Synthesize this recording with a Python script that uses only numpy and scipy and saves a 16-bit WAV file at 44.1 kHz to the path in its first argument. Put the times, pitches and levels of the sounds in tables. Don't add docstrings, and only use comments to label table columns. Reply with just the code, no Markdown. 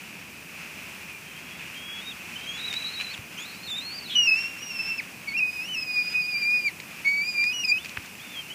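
import sys
import numpy as np
from scipy import signal
from scipy.fft import rfft, irfft, next_fast_len
from scipy.io import wavfile
from scipy.ndimage import uniform_filter1d, minimum_filter1d, map_coordinates

SR = 44100
rng = np.random.default_rng(int(sys.argv[2]) if len(sys.argv) > 2 else 0)


def pcm_store(signal):
    levels = np.round(np.clip(np.atleast_2d(signal), -1, 1) * 32767)
    wavfile.write(sys.argv[1], SR, levels.astype(np.int16).T)


def boost_factor(decibels):
    exponent = np.asarray(decibels, float) / 20
    return 10 ** exponent


N = 376613
STEP = 44


def unit(x):
    return x / np.sqrt(np.mean(x ** 2) + 1e-20)


def curves(rows):
    s, *cols = np.transpose(rows)
    return [np.interp(np.arange(N) / SR, s, c) for c in cols]


def wobble(rate):
    knots = rng.standard_normal(int(N * rate / SR) + 4)
    return map_coordinates(knots, [np.arange(N) * rate / SR])


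def bump(at, width):
    return np.exp(-((np.arange(N) / SR - at) / width) ** 2)


def noise():
    return rng.standard_normal(N)


def filtered(x, response):
    m = next_fast_len(len(x) + 8192)
    return irfft(rfft(x, m) * response(np.fft.rfftfreq(m, 1 / SR)), m)[:len(x)]


def colour(points):
    f, db = np.transpose(points)
    return lambda hz: boost_factor(np.interp(np.log(hz + 1), np.log(f + 1), db))


def patches(shape, bands, frames):
    luck = uniform_filter1d(rng.standard_normal(shape), size=bands, axis=0)
    return unit(uniform_filter1d(luck, size=frames, axis=1))


# t/s, rumble level/dB, patter level/dB, hiss level/dB
RAIN_LEVELS = [
    (0.0, -50.5, -52.5, -52.5),
    (2.43, -50, -50, -52.5),
    (8.54, -51, -53.5, -51),
]
# f/Hz, level/dB
RUMBLE_COLOUR = [(12, -73), (30, -52), (48, -31), (72, -6), (117, -7.5), (177, 0.5), (412, -9.5),
                 (461, -12), (900, -13.5), (1170, -14.5), (1980, -120)]
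# f/Hz, level/dB
PATTER_COLOUR = [(290, -32), (500, -19), (833, -15.5), (883, -14.5), (1090, -13), (1150, -12), (1400, -9.5),
                 (1830, -9), (2130, -6), (2510, 1.5), (2690, -1.5), (3020, -9), (3760, -19), (4690, -19.5),
                 (5090, -20), (5650, -19), (8000, -26), (10400, -31.5), (17600, -120)]
# f/Hz, level/dB
HISS_COLOUR = [(2940, -10), (5000, -2.5), (11900, -6.5), (14800, -6), (15400, -5)]


def rain():
    rumble_db, patter_db, hiss_db = curves(RAIN_LEVELS)
    rumble = unit(filtered(noise(), colour(RUMBLE_COLOUR)))
    rumble *= boost_factor(rumble_db + 0.78 + 0.26 * wobble(3.32))
    hits = rng.random(N) < 900 / SR
    drops = hits * noise() * boost_factor(1.2 * rng.exponential(size=N))
    patter = unit(filtered(noise() + 0.37 * unit(drops), colour(PATTER_COLOUR)))
    patter *= boost_factor(patter_db + 9.0 + 1.15 * wobble(6.5) + 0.98 * wobble(30))
    hiss = unit(filtered(noise(), colour(HISS_COLOUR)))
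    hiss *= boost_factor(hiss_db + 3.5 + 0.47 * wobble(5.2))
    return rumble + patter + hiss


SPLIT_TIMES = [2.74, 2.87, 3.6, 3.68, 5.0, 5.38, 5.58, 5.8, 7.53, 7.97, 8.49]


def apart():
    split_s, split_db, patch_db = 0.014, -14, -11.5
    _, t, z = signal.stft(rain(), SR, nperseg=1024)
    luck = patches(z.shape, 12, 4)
    luck = luck[(80 * np.log(np.arange(len(z)) + 4.)).astype(int)]
    flicker = sum(np.exp(-((t - s) / split_s) ** 4) for s in SPLIT_TIMES)
    gate = boost_factor(patch_db) * (luck > 2.1) + boost_factor(split_db) * flicker
    difference = signal.istft(z * gate, SR, nperseg=1024)[1][:N]
    tone = [(60, -6), (150, -17), (350, -5), (4000, -6.0), (12000, 5.5)]  # f/Hz, level/dB
    return filtered(difference, colour(tone))


# t/s, peak level/dB, half length/s
WING_BEATS = [
    (2.34, -44.5, 0.11),
    (2.751, -40.5, 0.22),
    (3.02, -36, 0.021),
    (4.124, -50, 0.047),
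    (4.195, -43, 0.09),
    (4.394, -39, 0.089),
    (6.13, -41, 0.05),
    (7.071, -44, 0.03),
    (7.87, -42.5, 0.073),
]


def wings():
    swell = sum(boost_factor(db) * bump(s, half) for s, db, half in WING_BEATS)
    feathers = unit(filtered(noise(), lambda hz: colour(PATTER_COLOUR)(hz) * hz / (hz + 2500)))
    return swell * boost_factor(1.1 * wobble(60)) * feathers


# t/s, peak level/dB, f/Hz
FOOTFALLS = [
    (3.19, -24.5, 110),
    (7.979, -23.5, 91),
]


def feet():
    out, t = np.zeros(N + SR), np.arange(SR // 4) / SR
    for s, db, hz in FOOTFALLS:
        push = (1 - np.exp(-t / 0.0019)) * np.sin(2 * np.pi * hz * t)
        out[round(s * SR):][:len(t)] += boost_factor(db - 60 * t / 0.044) * push
    return filtered(out[:N], lambda hz: (1j * hz / (55 + 1j * hz)) ** 2)


# f/Hz, width/Hz, level/dB
HOUSING_PEAKS = [(1710, 280, -7), (2500, 380, 11.5)]


def housing(f):
    total = 0
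    for k, (centre, width, db) in enumerate(HOUSING_PEAKS):
        ring = 1j * f * width / (centre * centre - f * f + 1j * f * width)
        total = total + (-1) ** k * boost_factor(db) * ring
    return total


# t/s, peak level/dB, bright level/dB, dull level/dB, fade by 60 dB/s
STICK_SNAPS = [(2.7274, -20, -30, -41, 0.0085), (2.738, -17, -32, -46, 0.018),
               (2.998, -21, -48, -43, 0.021), (3.01, -19, -40, -45, 0.017), (3.1764, -26.5, -47, -41, 0.02),
               (6.8, -27.5, -38, -43, 0.021), (7.44, -15, -31, -44, 0.01), (7.451, -31, -36, -48, 0.014),
               (7.846, -33, -42.5, -34, 0.034), (7.8578, -30, -38, -44, 0.016),
               (7.8934, -37, -40, -42, 0.019), (7.97, -21, -55, -25, 0.018),
               (7.9734, -23, -52, -17.5, 0.0096), (8.001, -30, -55, -50, .015),
               (8.048, -37, -51, -34, 0.016), (8.06, -40, -40, -43, 0.016), (8.152, -30, -55, -50, .012),
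               (4.393, -28, -48, -45, .012), (5.038, -28, -51, -50, 0.0083)]


def sticks():
    out, t = np.zeros(N + SR), np.arange(2048) / SR
    bright_tone = [(600, -42), (3000, -2), (4500, 3.0), (7500, -3.0), (9500, -30), (15000, -14)]  # f/Hz, level/dB
    for s, db, bright_db, dull_db, t60 in STICK_SNAPS:
        crack = rng.standard_normal((2, len(t))) * boost_factor(-60 * t / t60) * (1 - np.exp(-t / 0.00068))
        bright = filtered(crack[0], colour(bright_tone))
        boxy = filtered(crack[1], lambda f: housing(f) / (1 + (f / 4000) ** 2))
        dull = np.sin(2 * np.pi * 1720 * t) * boost_factor(-60 * t / 0.0036) * (1 - np.exp(-t / 0.00034))
        snap = boost_factor(bright_db + 13.0) * bright + boost_factor(db + 7.0) * boxy + boost_factor(dull_db + 10.5) * dull
        out[round(s * SR):][:len(t)] += snap
    return out[:N]


# t/s, length/s, first f/Hz, last f/Hz, level/dB
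UPPER_GLIDES = [(1.092, 0.1, 2510, 2360, -43.5), (1.27, 0.053, 3150, 3070, -52),
                (1.331, 0.088, 3070, 3300, -54), (1.426, .07, 3280, 3290, -54),
                (1.5, .042, 3350, 3300, -50), (1.54, .035, 3320, 3420, -51), (1.575, .075, 3450, 3530, -58),
                (1.581, 0.13, 2780, 2850, -54), (2.405, .027, 3650, 3750, -57),
                (2.432, .036, 3880, 3920, -53), (2.475, .06, 3980, 4280, -56),
                (2.574, 0.045, 3880, 4050, -43), (2.853, 0.078, 4090, 4160, -39.5),
                (2.855, .02, 4100, 4450, -45), (2.92, .015, 4220, 4340, -46),
                (2.935, .027, 4320, 4230, -41), (3.101, .037, 4370, 4330, -41.5),
                (3.467, 0.071, 4240, 4240, -48), (3.52, .04, 4600, 4540, -53),
                (3.565, 0.11, 4100, 4200, -53), (3.631, 0.06, 4290, 4340, -43.5),
                (4.07, 0.025, 4230, 4400, -43), (4.093, 0.035, 4330, 4050, -43.5),
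                (4.107, 0.054, 3750, 3640, -41.5), (4.11, .04, 2950, 2900, -47.5),
                (4.135, 0.022, 4200, 3900, -41), (8.152, 0.056, 2630, 2900, -57)]


def other_side():
    out, size, drift = np.zeros(N), boost_factor(2.4 * wobble(70)), 1 + .012 * wobble(150)
    for s, length, first_hz, last_hz, db in UPPER_GLIDES:
        u = np.linspace(0, 1, int(length * SR))
        at = slice(int(s * SR), int(s * SR) + len(u))
        hz = (first_hz + (last_hz - first_hz) * u) * drift[at]
        swell = np.abs(np.sin(np.pi * u)) ** 0.26
        out[at] += boost_factor(db) * swell * size[at] * np.sin(2 * np.pi * np.cumsum(hz) / SR)
    return out


def fine(coarse):
    return np.interp(np.arange(N), np.arange(len(coarse)) * STEP, coarse)


def bells(s, half, starts):
    t = np.arange(N // STEP + 2)[:, None] * STEP / SR
    call = np.searchsorted(starts, s + .002)
    opening = 1 - np.exp(-np.clip(t - np.take(starts, call - 1), 0, 1) / 0.00095)
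    return (np.searchsorted(starts, t) == call) * opening * np.exp(-((t - s) / half) ** 2)


# t/s, change/%
WAVERS = [(2.387, 4.5), (2.712, -3.5), (2.737, -4.5), (2.771, 1), (3.075, -2), (2.44, 1.5), (2.56, 2),
          (4.5, 2.5), (3.734, -2), (3.765, 0.5), (3.948, 4), (4.033, 10), (4.258, 0.5), (4.893, 2),
          (6.238, -2.5), (6.359, -3), (6.438, -2), (7.738, 3.5), (4.24, -2), (4.36, -0.8), (5.55, 2.6),
          (5.85, 1), (6.29, 1.5), (6.42, 0.5), (7.19, 0.3), (7.669, 1.5)]
# t/s, change/%
PITCH_FLICKS = [(2.463, -6), (2.665, 3.5), (2.985, -3.5), (3.036, 4), (3.701, 8), (3.776, 6.5),
                (3.792, -1.5), (3.958, 5.5), (3.981, 8), (5.344, 3), (5.42, 3.5), (8.208, -3), (8.284, -5),
                (2.996, 2)]
# t/s, half length/s
VOICE_CATCHES = [(2.405, .006), (2.533, .004), (2.674, 0.0036), (2.695, .004), (2.727, 0.0037),
                 (2.786, 0.0033), (2.817, .004), (2.838, 0.0041), (2.914, .014), (2.95, .005),
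                 (3.065, 0.0034), (3.088, 0.0031), (3.125, .01), (2.456, .005), (2.638, 0.0025),
                 (3.03, .003), (4.004, .003), (4.018, 0.003), (4.083, 0.009), (4.304, 0.0025),
                 (4.787, 0.0038), (4.873, 0.0029), (5.519, .006), (5.808, .004), (6.036, 0.0036),
                 (6.118, .007), (7.669, 0.0037)]
# t/s, length/s, first change/%, last change/%
FLIPS = [
    (2.011, 0.17, 8.6, 12.3),
    (4.154, 0.115, 5.1, 6.1),
    (4.6, 0.1, 4, 3),
    (5.366, 0.03, 11.5, 11),
    (5.684, .06, 6.5, 3.93),
    (7.529, 0.11, 17.3, 13.2),
    (8.524, 0.028, 8, 10),
]
# t/s, change/%
FINAL_FALLS = [
    (2.1, -20),
    (3.126, -30),
    (4.983, -42),
    (6.67, -17.5),
]
# t/s, half length/s, level/dB
BREATH_FLYING = [(1.775, 0.036, -48), (1.916, 0.11, -39.5), (1.996, 0.009, -42), (2.091, 0.026, -37.5),
                 (2.122, 0.0072, -44), (2.365, 0.0066, -34.5), (2.427, 0.07, -44), (2.5, 0.03, -35),
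                 (2.549, 0.019, -41), (2.62, 0.064, -38.5), (2.654, 0.016, -36), (2.684, 0.0072, -31),
                 (2.711, 0.012, -30), (2.74, 0.0075, -31), (2.772, 0.017, -30), (2.805, 0.03, -41),
                 (2.849, 0.008, -35.5), (2.864, 0.044, -36.5), (2.991, 0.057, -35.5), (3.051, 0.0057, -46),
                 (3.09, 0.038, -39), (3.145, 0.012, -40.5)]
BREATH_LANDING = [(3.386, 0.014, -39.5), (3.433, 0.047, -43), (3.53, 0.068, -56), (3.738, 0.072, -32.5),
                  (3.791, 0.011, -37.5), (3.875, 0.036, -36.5), (3.939, 0.035, -36.5), (3.985, 0.01, -36.5),
                  (4.017, 0.017, -41.5), (4.058, 0.021, -40.5), (4.11, 0.014, -48), (4.141, 0.046, -34.5),
                  (8.2, 0.04, -48.5), (8.316, 0.058, -49), (8.387, 0.03, -35), (8.457, 0.02, -46),
                  (8.511, 0.015, -36.5), (8.532, 0.011, -48)]
BREATH_OUTER = [(4.184, 0.039, -17), (4.234, 0.006, -27.5), (4.248, 0.022, -29.5), (4.281, 0.021, -17.5),
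                (4.326, 0.023, -19), (4.378, 0.039, -27), (4.43, 0.089, -62.0), (4.449, 0.0097, -34.5),
                (4.466, 0.022, -39), (4.511, 0.072, -39.5), (4.576, 0.007, -48.5), (4.632, 0.012, -39),
                (4.671, 0.0073, -42), (4.708, 0.016, -35.5), (4.763, 0.024, -33), (4.804, 0.013, -26.5),
                (4.833, 0.013, -41.5), (4.858, 0.0079, -39), (4.916, 0.046, -27.5), (4.992, 0.016, -34),
                (4.997, 0.0063, -29.5), (7.076, 0.021, -23), (7.105, 0.053, -24), (7.153, 0.018, -31.5),
                (7.189, 0.023, -29), (7.22, 0.027, -27), (7.235, 0.006, -45.5), (7.284, 0.024, -28.5),
                (7.354, 0.0063, -39), (7.391, 0.025, -31.5), (7.428, 0.011, -40), (7.448, 0.09, -24),
                (7.505, 0.0077, -39.0), (7.542, 0.006, -42.0), (7.582, 0.023, -31.5), (7.606, 0.0087, -35),
                (7.638, 0.013, -28), (7.701, 0.052, -27), (7.723, 0.0073, -19.5), (7.777, 0.093, -32.5),
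                (7.782, 0.09, -45.5), (7.788, 0.0053, -34)]
BREATH_MIDDLE = [(5.285, 0.011, -28.5), (5.33, 0.038, -35), (5.359, 0.012, -31), (5.402, 0.038, -25.5),
                 (5.431, 0.007, -28), (5.447, 0.015, -23.5), (5.486, 0.032, -26), (5.534, 0.0087, -41),
                 (5.566, 0.021, -37.0), (5.599, 0.0081, -33), (5.62, 0.045, -33), (5.686, 0.012, -43),
                 (5.72, 0.029, -32.5), (5.751, 0.011, -29), (5.783, 0.038, -28), (5.831, 0.0073, -37),
                 (5.846, 0.011, -39), (5.896, 0.029, -30), (5.915, 0.011, -35.5), (5.983, 0.032, -21.5),
                 (6.019, 0.01, -32), (6.069, 0.043, -36), (6.078, 0.01, -33.5), (6.158, 0.016, -25.5),
                 (6.169, 0.099, -61.5), (6.19, 0.035, -21.5), (6.256, 0.019, -33), (6.292, 0.015, -29),
                 (6.329, 0.009, -37), (6.361, 0.024, -29), (6.375, 0.085, -37.5), (6.426, 0.015, -33.0),
                 (6.498, 0.057, -22), (6.557, 0.029, -25.5), (6.585, 0.016, -36), (6.601, 0.0068, -30),
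                 (6.657, 0.047, -30.5), (6.669, 0.015, -25)]
# t/s, half length/s, octave level/dB
BEAK_EARLY = [(2.365, 0.0087, -57), (2.525, 0.068, -51), (3.145, 0.01, -52), (3.385, 0.013, -51),
              (3.415, 0.023, -43.5), (3.72, 0.046, -50), (3.79, 0.011, -48), (4.187, 0.049, -32.5),
              (4.243, 0.012, -39), (4.283, 0.045, -29.5), (4.35, 0.0079, -45), (4.41, 0.065, -36.5),
              (4.495, 0.012, -51), (4.535, 0.026, -55), (4.588, 0.013, -49.5), (4.662, 0.05, -39.5),
              (4.72, 0.014, -49), (4.795, 0.034, -46.5), (4.836, 0.1, -36.5), (4.9, 0.0078, -38.5),
              (4.937, 0.0093, -48.0), (4.987, 0.013, -41), (5.291, 0.0078, -41.5), (5.316, 0.035, -45),
              (5.385, 0.014, -39.5), (5.429, 0.027, -55), (5.481, 0.018, -47.5), (5.507, 0.0064, -44),
              (5.533, 0.016, -47.5), (5.576, 0.036, -47), (5.647, 0.045, -47), (5.65, 0.008, -48),
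              (5.753, 0.026, -38.5)]
BEAK_LATE = [(5.789, 0.022, -35), (5.829, 0.013, -34), (5.947, 0.082, -34.5), (5.959, 0.013, -48),
             (5.996, 0.011, -45.5), (6.084, 0.051, -36), (6.126, 0.0079, -39.0), (6.174, 0.028, -44),
             (6.23, 0.028, -36.5), (6.255, 0.015, -39.5), (6.331, 0.04, -36.5), (6.421, 0.092, -36.0),
             (6.439, 0.011, -36), (6.51, 0.009, -42), (6.573, 0.038, -38), (6.621, 0.013, -43.5),
             (6.665, 0.025, -35.5), (7.085, 0.029, -38), (7.142, 0.023, -42.5), (7.18, 0.01, -39),
             (7.212, 0.02, -39.5), (7.243, 0.016, -45), (7.3, 0.048, -33), (7.381, 0.023, -35.5),
             (7.419, 0.021, -35), (7.467, 0.029, -35), (7.496, 0.017, -42), (7.556, 0.051, -40),
             (7.612, 0.031, -37), (7.652, 0.0068, -26.5), (7.697, 0.02, -23.5), (7.76, 0.021, -45),
             (7.788, .006, -50)]


def melody(calls):
    waver_s, flick_s, fall_s, catch_depth = .015, .008, .028, .95
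    shut_beak_db = -41
    t, starts = np.arange(N) / SR, [rows[0][0] for rows in calls]
    percent = sum(rise * bump(at, waver_s) for at, rise in WAVERS)
    percent += sum(rise * bump(at, flick_s) for at, rise in PITCH_FLICKS)
    for at, length, first, last in FLIPS:
        percent += (first + (last - first) * (t - at) / length) * (t > at) * (t < at + length)
    for at, drop in FINAL_FALLS:
        percent += drop * np.clip((t - at) / fall_s, 0, 1) ** 1.8 * (t < at + 2 * fall_s)
    hz = uniform_filter1d(curves(np.concatenate(calls))[0] * (1 + percent / 100), size=200)
    free = np.clip(1 - catch_depth * sum(bump(at, half) for at, half in VOICE_CATCHES), 0, 1)
    s, half, db = np.concatenate([BREATH_FLYING, BREATH_LANDING, BREATH_OUTER, BREATH_MIDDLE]).T
    first = free * fine(bells(s, half, starts) @ boost_factor(db))
    s, half, db = np.concatenate([BEAK_EARLY, BEAK_LATE]).T
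    second = boost_factor(shut_beak_db) * first + fine(bells(s, half, starts) @ boost_factor(db))
    return hz, first, second


def sounding(notes, fade_s):
    on = np.zeros(N)
    for rows in notes:
        on[int(rows[0][0] * SR):int(rows[-1][0] * SR) + 2] = 1
    return uniform_filter1d(on, size=max(int(fade_s * SR), 1))


# t/s, f/Hz
THIN_CALLS = [
    [(1.73, 2970), (1.762, 3180), (1.864, 3307), (2.006, 3370), (2.131, 3414)],
    [(2.351, 3020), (2.49, 3244), (2.585, 3385), (2.606, 3830), (2.67, 3850), (2.79, 3895), (2.98, 3920),
     (3.03, 4050), (3.155, 4050)],
    [(3.37, 2800), (3.403, 3380), (3.445, 3520), (3.465, 4000), (3.59, 3820)],
    [(3.666, 4200), (3.684, 3560), (3.79, 3620), (3.831, 4140), (3.91, 4420), (4.0, 4440), (4.06, 4030),
     (4.105, 3380), (4.153, 3240)],
    [(8.195, 3270), (8.233, 3610), (8.331, 3550), (8.361, 3284), (8.415, 3114), (8.431, 2770),
     (8.465, 2750), (8.5, 3000), (8.539, 2980)],
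]
# t/s, f/Hz
LOW_CALLS = [
    [(4.154, 2830), (4.265, 2635), (4.328, 2580), (4.4, 2735), (4.575, 2720), (4.6, 2755), (4.725, 2745),
     (4.79, 2640), (5.016, 2680)],
    [(5.272, 2270), (5.326, 2170), (5.35, 2410), (5.44, 2500), (5.603, 2480), (5.643, 2640), (5.662, 2850),
     (5.749, 2860), (5.757, 2680)],
    [(5.758, 2610), (5.8, 2610), (5.825, 2520), (5.99, 2442), (6.16, 2495), (6.3, 2450), (6.46, 2395),
     (6.55, 2479), (6.701, 2340)],
    [(7.046, 2213), (7.088, 2250), (7.2, 2280), (7.283, 2457), (7.401, 2370), (7.525, 2510), (7.645, 2500),
     (7.7, 2387), (7.782, 2560)],
    [(7.783, 2980), (7.794, 3050), (7.8, 3430), (7.844, 3600)],
]
# t/s, flutter depth/0-1
HOARSENESS = [(0, 0), (2.3, 0.15), (3.11, 0.2), (3.15, 0.54), (3.55, 0.33), (3.7, 0.1), (3.93, 0.3),
              (4.06, 0.3), (4.09, 0.7), (4.15, 0.68), (4.156, 0.15), (4.34, 0.12), (4.39, 0.24),
              (4.5, 0.16), (5.37, 0.08), (5.41, 0.17), (5.46, 0.08), (6.675, 0.04), (6.69, 0.45),
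              (6.71, 0.06), (7.62, 0.11), (7.655, 0.26), (7.68, 0.1), (7.78, 0.16), (8.54, 0.07)]
# t/s, level/dB
THIRD_PARTIAL = [(0, -34), (4.3, -36), (5.9, -26), (6.2, -32), (6.4, -32), (6.44, -20), (6.5, -26),
                 (6.63, -27), (6.67, -14), (7.05, -12), (7.5, -22.5), (7.55, -30), (7.66, -25), (7.69, -18),
                 (7.75, -21)]
# delay/s, level/dB
ROCK_ECHOES = [
    (.0063, -24),
    (.011, -22),
    (.0167, -25),
    (.0231, -28),
]


def eaglet():
    calls = sorted(THIN_CALLS + LOW_CALLS)
    hz, first, second = uniform_filter1d(melody(calls), size=90)
    rough, third_db = np.clip(curves(HOARSENESS)[0], 0, 1), curves(THIRD_PARTIAL)[0]
    shake = .002 * wobble(90) + .036 * rough * wobble(400) + np.minimum(.02 * rough, .004) * wobble(55)
    phase = 2 * np.pi * np.cumsum(hz * (1 + shake)) / SR
    tone = first * boost_factor(0.2 * wobble(60)) * np.sin(phase)
    tone += second * boost_factor(1.2 * wobble(110)) * np.sin(2 * phase + 1)
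    tone += second * boost_factor(third_db + 1.47 * wobble(50)) * np.sin(3 * phase)
    tone += second * boost_factor(-33 + 3 * wobble(25)) * np.sin(4 * phase)
    beat = np.sin(2 * np.pi * np.cumsum(420 * (1 + .2 * wobble(250))) / SR)
    tone *= (1 + 1.4 * rough ** 2 * beat) * boost_factor(np.minimum(12 * rough, 2.2) * wobble(130))
    voice = np.sqrt(2) * (tone * sounding(calls, 0.0091) + other_side())
    return voice + sum(boost_factor(db) * np.roll(voice, int(s * SR)) for s, db in ROCK_ECHOES)


def scene():
    lean_db = 0.36 * np.clip(0.97 + wobble(9), 0, 1.5)
    background = rain() + apart() * [[1], [-1]]
    bird = eaglet() * boost_factor([[-1], [1]] * lean_db)
    return background + wings() + feet() + sticks() + bird


def starved(x, below_db, reach_hz):
    hz, _, z = signal.stft(x, SR, nperseg=2048)
    power = np.abs(z.mean(0)) ** 2
    loudest_near = -minimum_filter1d(-power, size=int(2 * reach_hz / hz[1]), axis=0)
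    mask = loudest_near * boost_factor(2 * below_db)
    mask = np.roll(mask, int(0.49 * reach_hz / hz[1]), axis=0)
    band = uniform_filter1d(uniform_filter1d(power, size=8, axis=0), size=3, axis=1)
    margin_db = 10 * np.log10(np.abs(band) / (mask + 1e-20) + 1e-20) + 5 * patches(power.shape, 8, 5)
    keep = 0.035 + 0.92 / (1 + np.exp(-np.clip(3.4 * margin_db, -30, 30)))
    return signal.istft(z * keep, SR, nperseg=2048)[1][:, :N]


def roll_off(x):
    return signal.sosfilt(signal.butter(12, 16640, fs=SR, output="sos"), x)


def record(dry):
    both = starved(dry, below_db=-37.5, reach_hz=700)
    both = np.array([filtered(side, lambda hz: hz < 15500) for side in both])
    return roll_off(both)


dry = scene()
out = record(dry)
pcm_store(out)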